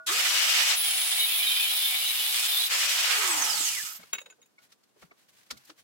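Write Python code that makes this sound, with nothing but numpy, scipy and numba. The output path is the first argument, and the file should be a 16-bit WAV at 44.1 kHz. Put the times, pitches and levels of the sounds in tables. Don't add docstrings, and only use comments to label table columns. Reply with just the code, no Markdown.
import sys
import numpy as np
from scipy import signal
from scipy.fft import rfft, irfft, next_fast_len
from scipy.io import wavfile
from scipy.ndimage import uniform_filter1d, map_coordinates
from numba import njit

SR = 44100
rng = np.random.default_rng(int(sys.argv[2]) if len(sys.argv) > 2 else 0)


def output_pcm(signal):
    pcm = np.clip(np.atleast_2d(signal).T, -1, 1) * 32767
    wavfile.write(sys.argv[1], SR, np.round(pcm).astype(np.int16))


N = 257103
T = np.arange(N) / SR
ON_S, TOUCH_S, LIFT_S, OFF_S, STOP_S = .061, .757, 2.682, 3.026, 3.982
CUT_PROGRESS = np.clip((T - TOUCH_S) / (LIFT_S - TOUCH_S), 0, 1)

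# (start [s], end [s], plate note [Hz], song [dB], chatter [dB], vice shake [dB])
BITES = [(1.187, 1.25, 2300, -48, -49, -7.5), (1.29, 1.363, 2740, -42.5, -37.5, -10),
         (1.41, 1.528, 2410, -45.5, -37.5, -2), (1.54, 1.664, 2490, -42, -35.5, -11),
         (1.69, 1.802, 2450, -51, -37.5, 7.5), (1.905, 1.983, 2270, -43, -50, 2.5),
         (2.55, 2.667, 2450, -58, -42, -16)]


def grinder():
    speed_hz = rotor_speed()
    rotor_turns = np.cumsum(speed_hz * (1 + (.001 + .003 * loaded()) * walk(25))) / SR
    disc_turns = rotor_turns / 3.23
    bounce = (1 + .12 * np.sin(2 * np.pi * disc_turns)) * undb(walk(110))
    hand_pressure = undb(1.5 * walk(16))
    dip = undb(-4 * swell(T, 2.878, .012))
    noise = np.array([(fan(speed_hz) + gear_rasp(speed_hz, disc_turns)) * dip
                      + jolt() + growl(speed_hz) + last_turns()
                      + grinding(rotor_turns, disc_turns, bounce, hand_pressure) for _ in range(2)])
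    tones = np.array([whine(speed_hz, rotor_turns + lead, disc_turns)
                      + coasting_whine(speed_hz, rotor_turns + lead, disc_turns)
                      + squeals(disc_turns) for lead in (0, .008)])
    near = bench_scatter(noise * undb(1) + tones * undb(1.5))
    pan_db = np.interp(T, (0, 2.85, 3.2, 4), (-.3, 0, -2.5, -3.5))
    return workshop(near, wet_db=-24.5, t60_s=.029) * undb(np.array([pan_db, -pan_db]) / 2)


def rotor_speed():
    # (time [s], speed lost [Hz])
    sag = [(.72, 0), (.85, 40), (1.03, 155), (1.22, 232), (1.35, 262), (1.45, 248), (1.56, 305),
           (1.75, 275), (1.9, 345), (2.06, 335), (2.13, 190), (2.3, 188), (2.5, 212), (2.6, 198),
           (2.7, 115), (2.78, 40), (2.92, 0)]
    free_hz, spin_up_s, drag_per_s, friction_hz_per_s = 588, .051, 1.3, 286
    run_up = 1 - np.exp(-(np.maximum(T - ON_S, 0) / spin_up_s) ** .82)
    powered_hz = free_hz * run_up - np.interp(T, *np.transpose(sag))
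    friction_hz = friction_hz_per_s / drag_per_s
    coasting_hz = (free_hz + friction_hz) * np.exp(-drag_per_s * np.maximum(T - OFF_S, 0)) - friction_hz
    return np.maximum(np.minimum(powered_hz, coasting_hz), 10)


def running():
    return gate(0, STOP_S) * np.clip((T - ON_S) / .008, 0, 1)


def loaded(slack_s=.018):
    return gate(TOUCH_S, LIFT_S + slack_s)


def bites():
    gates = np.array([gate(start_s, end_s) for start_s, end_s, *_ in BITES])
    return gates.max(0), *(undb(np.array(BITES)[:, 3:]).T @ gates)


def grinding(rotor_turns, disc_turns, bounce, hand_pressure):
    # (start [s], end [s])
    drags = [(.83, 1.2), (2.33, 2.47)]
    drag = sum(gate(start_s, end_s) for start_s, end_s in drags)
    bite, bite_song, bite_chatter, bite_shake = bites()
    judder = .66 * bite
    disc_grit = np.sqrt(1 - judder ** 2) * wheel_grain(disc_turns, memory=.78, grain_db=5)
    grit = (disc_grit + judder * wheel_grain(rotor_turns, memory=.9, grain_db=4, size=180)) * bounce
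    chips = wheel_grain(disc_turns, memory=.39, grain_db=3) * bounce
    chatter_hz, chatter_db = over_cut(3300, 4120, power=3.6), over_cut(-35, -38)
    chatter = resonate(grit, chatter_hz, 1400, 1900)
    chatter *= np.hypot(undb(chatter_db - 6.5 * drag), bite_chatter)
    vice_drone = resonate(resonate(grit, 780, 260), 840, 500)
    vice_drone *= np.hypot(undb(chatter_db - 11.5), undb(-52.5) * bite_shake)
    seated = np.interp(T, (TOUCH_S, drags[0][0]), (.35, 1))
    ringing = (chatter + disc_ring(grit) + plate_song(grit, bite_song)) * seated
    hiss = (edge_ring(chips) + sparks(drag)) * hand_pressure
    return (ringing + hiss + scrape(chips, drag) + vice_drone) * gate(TOUCH_S, LIFT_S)


def disc_ring(grit):
    # (centre [Hz], width [Hz], level [dB])
    modes = [(2780, 170, -47.5), (3140, 200, -42), (3480, 200, -43.5), (3810, 160, -44.5), (4800, 200, -51)]
    out = 0
    for hz, width_hz, db in modes:
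        centre_hz = hz * (1 + .017 * walk(14))
        out += resonate(grit, centre_hz, width_hz, 2 * width_hz) * undb(db + 3.6 * walk(22.04))
    return out


def plate_song(grit, bite_gain):
    middles_s = [(start_s + end_s) / 2 for start_s, end_s, *_ in BITES]
    note_hz = np.interp(T, middles_s, [row[2] for row in BITES]) * (1 + .018 * walk(14))
    return resonate(grit, note_hz, 90, 260) * bite_gain + resonate(grit, note_hz, 236, 370) * undb(-43)


def edge_ring(chips):
    edge_hz = over_cut(10260, 11080) * (1 + .042 * CUT_PROGRESS * walk(60))
    skim = undb(-32.5) * swell(T, .81, .028)
    lower = resonate(chips, edge_hz, 1700, 3600) * np.hypot(undb(over_cut(-35, -41.5)), skim)
    return lower + resonate(chips, 15450, 2500, 4000) * undb(over_cut(-40.5, -52))


def scrape(chips, drag):
    # (frequency [Hz], level [dB])
    spectrum = [(50, -30.5), (100, -22.5), (160, -27.5), (700, -3.5), (1500, 4), (3000, 13.5), (5000, 10),
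                (6500, 6.5), (9000, 11.5), (12000, -3.5), (16000, -6.5)]
    return steady(colour(chips, spectrum), 4980, 7960) * undb(over_cut(-42.5, -39.5) + 4.5 * drag)


def sparks(drag):
    # (frequency [Hz], level [dB])
    spectrum = [(7000, -47.5), (10500, -4), (11800, -2.5), (13500, 2.5), (15500, -2.5)]
    sizzle = colour(rng.standard_normal(N) * undb(2 * walk(2500)), spectrum)
    return steady(sizzle, 12000, 15200) * undb(over_cut(-38, -36) - 3 * drag)


def squeals(disc_turns):
    # (start [s], end [s], first pitch [Hz], last pitch [Hz], relative level [dB])
    glides = [(.825, .92, 3380, 3120, -38), (1.185, 1.255, 3830, 3750, -29.5),
              (1.19, 1.255, 2990, 2930, -36), (1.17, 1.255, 2290, 2220, -39),
              (1.215, 1.26, 1890, 1870, -44), (1.3, 1.36, 2380, 2290, -39), (1.33, 1.37, 3400, 3330, -37),
              (1.39, 1.5, 2330, 2410, -36), (1.51, 1.65, 2390, 2450, -40), (1.43, 1.53, 3120, 3180, -35),
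              (1.468, 1.495, 3750, 3720, -31), (1.62, 1.69, 3150, 3090, -37), (1.68, 1.72, 3270, 3400, -37),
              (1.72, 1.77, 3780, 3850, -37), (1.79, 1.87, 3480, 3560, -35.5),
              (1.82, 1.875, 3160, 3090, -37), (1.93, 1.965, 2250, 2370, -39), (1.94, 2, 3680, 3880, -38),
              (1.995, 2.025, 2340, 2360, -39), (2.015, 2.07, 2870, 2890, -39),
              (2.055, 2.12, 3850, 3890, -36), (2.52, 2.585, 3640, 3540, -33.5),
              (2.58, 2.625, 3600, 4020, -33), (2.622, 2.665, 3900, 3790, -33.5)]
    bite_shake = bites()[-1]
    out = undb(-80) * bite_shake * np.sin(2 * np.pi * disc_turns + walk(30))
    for start_s, end_s, first_hz, last_hz, db in glides:
        phase_rad = 2 * np.pi * np.cumsum(np.interp(T, (start_s, end_s), (first_hz, last_hz))) / SR
        rough_rad = .35 * np.sin(2 * np.pi * disc_turns) + .5 * walk(130) + 2 * np.pi * rng.random()
        envelope = undb(db + .3 + 2 * walk(70)) * gate(start_s, end_s, edge_s=.016)
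        out += np.sin(phase_rad + rough_rad) * envelope
    return np.sqrt(2) * out


def fan(speed_hz):
    # (frequency [Hz], level [dB])
    spectrum = [(60, -48), (150, -42), (300, -23), (600, -9), (1000, -5), (1500, -0.5), (2200, 3.5),
                (3000, 5.5), (4000, 1), (5200, 0.5), (7000, -10.5), (16000, -17)]
    # (rotor speed [Hz], level [dB])
    rush = [(40, -60), (130, -55), (256, -41.5), (400, -40), (500, -40), (590, -39.5)]
    pace = np.clip(speed_hz / speed_hz.max(), .3, 1) ** .6
    eddies = colour(rng.standard_normal(N), spectrum)
    air = steady(map_coordinates(eddies, [np.cumsum(pace)], order=3), 400, 1615)
    return air * response(speed_hz, rush) * undb(-13 * loaded() + 2.1 * walk(45)) * running()


def gear_rasp(speed_hz, disc_turns, full_speed_hz=131):
    # (frequency [Hz], level [dB])
    spectrum = [(100, -46), (300, -19), (600, -22.5), (900, -9.5), (1400, -8), (2000, 2), (3000, 5.5),
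                (3900, 3), (5000, 6.5), (7800, 6), (10000, 1), (13000, -0.5), (16000, -5.5)]
    uneven_db = 3.3 * np.tanh(wheel_grain(disc_turns, memory=.73, grain_db=9, size=32))
    rasp = colour(rng.standard_normal(N) * undb(uneven_db), spectrum)
    envelope = np.minimum(speed_hz / full_speed_hz, 1) * (running() - loaded())
    return steady(rasp, 6440, 9970) * envelope * undb(-35 + 1.4 * walk(90))


def whine(speed_hz, rotor_turns, disc_turns, teeth=10):
    # (frequency [Hz], level [dB])
    hum_response = [(50, -102), (110, -75), (230, -66.5), (320, -47), (410, -48.5), (500, -59.5),
                    (600, -64)]
    # (frequency [Hz], level [dB])
    mesh_response = [(700, -92), (1500, -72), (2800, -55), (3450, -44), (3900, -52), (4600, -43),
                     (5400, -42), (5700, -41.5), (5850, -41.5)]
    angle_rad = 2 * np.pi * rotor_turns
    torque_db = 2.5 * swell(T - ON_S, .075, .075)
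    hum = response(speed_hz, hum_response) * undb(-22.5 * loaded() + torque_db + 3.2 * walk(80))
    hum *= np.sin(angle_rad + .7 * walk(90)) * np.clip((T - ON_S) / .055, 0, 1) ** 2
    runout_rad = .5 * np.sin(2 * np.pi * disc_turns + walk(5.6))
    rough_rad = (.6 + .7 * loaded()) * walk(150)
    mesh = response(teeth * speed_hz, mesh_response) * undb(-15 * loaded() + 3 * walk(40))
    mesh *= np.sin(teeth * angle_rad + runout_rad + rough_rad)
    return np.sqrt(2) * (hum + mesh) * running()


def jolt():
    # (centre [Hz], width [Hz], level [dB], peak after switch-on [s])
    modes = [(1260, 300, -37.5, .045), (3600, 600, -31, .022)]
    age_s = np.maximum(T - ON_S, 0)
    return sum(noise_band(hz, width_hz) * undb(db) * (age_s / peak_s * np.exp(1 - age_s / peak_s)) ** 2
               for hz, width_hz, db, peak_s in modes)


def coasting_whine(speed_hz, rotor_turns, disc_turns, bars=24, bearing_order=14.2):
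    # (frequency [Hz], level [dB])
    commutator = [(900, -92), (1550, -66), (1780, -43.5), (1900, -47), (2020, -44.5), (2500, -49),
                  (2950, -42), (3350, -45), (4000, -44), (4550, -37), (4900, -43), (5250, -37.5),
                  (5700, -42), (6300, -36), (6900, -41), (7500, -35.5), (8250, -35.5), (8800, -52),
                  (14000, -70)]
    partials = [(bars, response(bars * speed_hz, commutator)),
                (2 * bars, undb(-34.5) * swell(2 * bars * speed_hz, 7000, 1300)),
                (bearing_order, undb(-39) * swell(bearing_order * speed_hz, 3080, 230))]
    runout_rad = .6 * np.sin(2 * np.pi * disc_turns + walk(20))
    out = 0
    for order, gain in partials:
        flicker, jitter_rad = undb(3.6 * walk(75)), .75 * walk(450)
        out += gain * flicker * np.sin(2 * np.pi * order * rotor_turns + runout_rad + jitter_rad)
    return np.sqrt(2) * out * gate(OFF_S, STOP_S)


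def growl(speed_hz):
    # (centre [Hz], width [Hz], level [dB], rotor speed of strongest drive [Hz])
    modes = [(874, 90, -43.5, 254), (1310, 130, -46.5, 220)]
    speed_oct = np.log2(speed_hz)
    teeth = noise_band(3.05 * speed_hz, 330) * undb(-38.5) * swell(speed_oct, np.log2(403), .78)
    housing = sum(noise_band(hz, width_hz) * undb(db) * swell(speed_oct, np.log2(drive_hz), .89)
                  for hz, width_hz, db, drive_hz in modes)
    return (teeth + housing) * gate(OFF_S, STOP_S)


def last_turns():
    # (start [s], end [s], centre [Hz], width [Hz], level [dB])
    bands = [(3.79, 3.98, 13300, 3500, -47), (4.3, 3.975, 6200, 450, -51), (3.84, 3.935, 1356, 210, -51.5)]
    slip = rng.standard_normal(N)
    return sum(resonate(slip, hz, width_hz, width_hz) * undb(db) * gate(start_s, end_s)
               for start_s, end_s, hz, width_hz, db in bands)


def handle_clinks():
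    # (frequency [Hz], level [dB], t60 [s])
    handle = [(1512, -8.5, .057), (2198, -4, .046), (2570, -2.5, .047), (2740, -7, .06), (3785, -3.5, .056),
              (6690, 3.5, .052), (7080, 0, .055), (9119, -12, .075), (10290, -12, .062), (11980, -6, .045),
              (15670, -11, .065)]
    # (time [s], peak [dB], brightness [-], favoured mode [Hz], its boost [dB])
    clinks = [(4.13, -22.5, -5, 2200, 1), (4.148, -29.5, -8, 2200, 4), (4.182, -30, -17, 2550, 4),
              (4.202, -47, 6, 7080, 6), (4.213, -39.5, -6, 6690, 5), (4.258, -41.5, -13, 3790, 12),
              (4.299, -43, -10, 2550, 3), (4.305, -44, 0, 7080, 11), (4.322, -49, -20, 1529, 22),
              (4.415, -57, 6, 6690, 4), (4.425, -50, -2, 3790, 13), (4.457, -58, 4, 6690, 0)]
    # (frequency [Hz], level [dB])
    spectrum = [(30, -38), (120, -7), (400, -4.5), (1500, 5), (3000, 5), (5000, -8.5), (16000, -22)]
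    out, t = np.zeros((2, N)), np.arange(SR // 3) / SR
    for time_s, peak_db, brightness, favoured_hz, boost_db in clinks:
        crack = colour(rng.standard_normal((2, len(t))), spectrum) * undb(-60 * t / .052)
        modes = [(hz, db + boost_db * swell(hz, favoured_hz, 300), t60_s) for hz, db, t60_s in handle]
        blow = (ring(modes, t) + .25 * crack) * np.minimum(t / .00575, 1) ** 2
        treble_db = .5 * (brightness + 5.5)
        add(out, time_s - .002, shape(blow, lambda f: np.where(f > 5500, undb(treble_db), 1)), peak_db)
    return out


def vice_knocks():
    # (frequency [Hz], level [dB], t60 [s])
    modes = [(320, -13, .12), (649, -11, 0.28), (1070, -3, .082), (1146, 2, .15), (1450, -3, 0.28),
             (2203, 25, 0.027), (4100, -17, .049)]
    # (frequency [Hz], level [dB])
    spectrum = [(35, -51), (60, -22), (233, -19), (323, -12), (417, -6.5), (1060, -6), (1380, 3),
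                (1510, -5), (2650, -6.5), (4530, -3.5), (12400, -24.5), (13300, -18), (16000, -40)]
    # (time [s], peak [dB], tilt [dB/octave], ring [dB])
    knocks = [(-0.04, -25.5, 6, 30), (3.992, -45.5, -4, 1), (4.027, -44, -2.5, 5), (4.581, -52.5, -1, 14),
              (4.716, -48.5, 3, -20), (4.83, -59, 4, -14.5), (5.02, -44.5, -5, -3), (5.109, -48.5, -6.5, 9),
              (5.502, -23.5, 2, -10), (5.567, -45.5, 7, -3), (5.645, -49, 11, -12), (5.692, -40.5, -1, -16)]
    out, t = np.zeros((2, N)), np.arange(SR // 3) / SR
    for time_s, peak_db, tilt_db, ring_db in knocks:
        thud = colour(rng.standard_normal((2, len(t))), spectrum)
        thud *= np.minimum(t / .01, 1) ** 2 * undb(-60 * t / .051)
        thud = shape(thud, lambda f: undb(tilt_db * np.log2(np.maximum(f, 200) / 1000)))
        steel = undb(ring_db) * ring(modes, t) * np.minimum(t / .0063, 1)
        add(out, time_s, thud / abs(thud).max() + steel, peak_db)
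    return out


def bumps():
    # (time [s], peak [dB], pitch [Hz])
    contacts = [(3.344, -54, 110), (3.582, -49, 151), (3.6, -40.5, 304), (3.62, -65, 70), (3.7, -59, 160),
                (3.831, -56, 148), (3.99, -53.5, 199), (4.149, -54, 403), (4.21, -49, 540),
                (4.263, -51, 522), (4.298, -60, 416), (4.383, -60.5, 490), (4.958, -59, 412),
                (5.032, -53, 171), (5.515, -62, 62), (5.521, -49, 229), (5.555, -59, 131),
                (5.691, -52, 322)]
    out, t = np.zeros((2, N)), np.arange(SR // 3) / SR
    for time_s, peak_db, hz in contacts:
        spectrum = [(hz / 6, -38), (hz / 1.27, -13), (hz, 0),
                    (hz * 1.18, -12), (hz * 4, -27), (hz * 30, -70)]
        rumble = colour(rng.standard_normal((2, len(t))), spectrum)
        boom = 1.6 * rumble + np.sin(2 * np.pi * (hz * t + .08 * rng.random((2, 1))))
        add(out, time_s, boom * np.minimum(t / .0076, 1) * undb(-60 * t / .14), peak_db)
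    return out


def cloth():
    # (frequency [Hz], level [dB])
    spectrum = [(47, -36), (80, -10), (178, -7), (338, -34.5), (515, -11.5), (917, -11.5), (1120, -7.5),
                (1340, -13), (1460, -6), (4050, -7.5), (16000, -16)]
    # (middle [s], half length [s], level [dB])
    strokes = [(4.01, 0.093, -56), (4.218, 0.11, -77), (4.638, 0.025, -60.5), (4.72, 0.021, -66),
               (5.024, 0.037, -61), (5.206, 0.042, -67.5), (5.295, 0.011, -61.5), (5.385, 0.064, -63.5),
               (5.573, 0.11, -64.5), (5.693, 0.029, -59.5), (5.796, 0.021, -59)]
    rubbing = undb(-76.5) + sum(undb(db) * swell(T, middle_s, half_s) for middle_s, half_s, db in strokes)
    return colour(rng.standard_normal((2, N)), spectrum) * rubbing * undb(1.5 * walk(150))


def bench_scatter(x):
    echoes = rng.standard_normal((2, 2400)) * np.linspace(1, 0, 2400) ** 2
    scattered = signal.fftconvolve(x.sum(0)[None], echoes / np.linalg.norm(echoes[0]), axes=1)
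    return x + undb(-11) * scattered[:, :N]


def workshop(x, wet_db, t60_s):
    t = np.arange(SR // 2) / SR
    tail = rng.standard_normal((2, len(t))) * undb(-60 * t / t60_s) * (t > .004)
    return x + undb(wet_db) * signal.fftconvolve(x, tail / np.linalg.norm(tail[0]), axes=1)[:, :N]


def room_air():
    # (frequency [Hz], level [dB])
    spectrum = [(18, -47), (30, -25), (194, 10.5), (1280, 0), (2410, -7.5), (2680, -8.5), (6720, -8),
                (14800, -15), (16000, -44)]
    return colour(rng.standard_normal((2, N)), spectrum) * undb(-72)


def undb(db):
    return 10 ** (np.asarray(db) / 20)


def gate(start_s, end_s, edge_s=.026):
    return np.clip(np.minimum(T - start_s, end_s - T) / edge_s + .5, 0, 1)


def swell(x, middle, half_width):
    return np.exp(-((x - middle) / half_width) ** 2)


def over_cut(first, last, power=1):
    return np.interp(CUT_PROGRESS ** power, (0, 1), (first, last))


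def walk(rate_hz):
    count = int(T[-1] * rate_hz) + 2
    return 1.2 * np.interp(T * rate_hz, np.arange(count), rng.standard_normal(count))


def wheel_grain(turns, memory, grain_db, size=600):
    fresh = rng.standard_normal((int(turns[-1]) + 2, size))
    fresh *= undb(grain_db * rng.standard_normal(fresh.shape))
    worn = signal.lfilter([1], [1, -memory], fresh, axis=0)
    x = worn.ravel()[(turns * size).astype(int)]
    return x / x.std()


def response(hz, points):
    points_hz, db = np.transpose(points)
    return undb(np.interp(np.log(hz), np.log(points_hz), db))


def shape(x, gain):
    size = next_fast_len(x.shape[-1])
    hz = np.maximum(np.fft.rfftfreq(size, 1 / SR), 1)
    return irfft(rfft(x, size) * gain(hz), size)[..., :x.shape[-1]]


def colour(x, spectrum):
    y = shape(x, lambda f: response(f, spectrum))
    return y / y.std()


def steady(x, low_hz, high_hz):
    band = shape(x, lambda f: (f > low_hz) & (f < high_hz))
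    return x / np.sqrt(uniform_filter1d(band ** 2, SR // 10) + 1e-12)


@njit
def svf(x, hz, width_hz):
    y, band, low = np.empty(len(x)), 0., 0.
    for i in range(len(x)):
        g, damping = np.tan(np.pi * hz[i] / SR), width_hz / hz[i]
        v = (band + g * (x[i] - low)) / (1 + g * (g + damping))
        band, low, y[i] = 2 * v - band, low + 2 * g * v, damping * v
    return y


def resonate(x, hz, *widths_hz):
    for width_hz in widths_hz:
        x = svf(x, hz * np.ones(N), float(width_hz))
    return x / x.std()


def noise_band(hz, width_hz):
    return resonate(rng.standard_normal(N), hz, width_hz, 2 * width_hz)


def ring(modes, t):
    y = sum(undb(db + 3.1 * rng.standard_normal() - 60 * t / t60_s)
            * np.sin(2 * np.pi * (hz * t + rng.random((2, 1)))) for hz, db, t60_s in modes)
    return y / abs(y).max()


def add(out, time_s, x, peak_db):
    i = int(time_s * SR)
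    x = (x * undb(peak_db) / abs(x.mean(0)).max())[:, max(-i, 0):N - i]
    out[:, max(i, 0):max(i, 0) + x.shape[1]] += x


def scene():
    tool = grinder()
    handling = workshop(handle_clinks() + vice_knocks() + bumps(), wet_db=-19, t60_s=.18)
    return tool + handling + cloth() + room_air()


def record(dry):
    return signal.sosfilt(signal.ellip(10, .2, 75, 15850, fs=SR, output="sos"), dry)


dry = scene()
out = record(dry)
output_pcm(out)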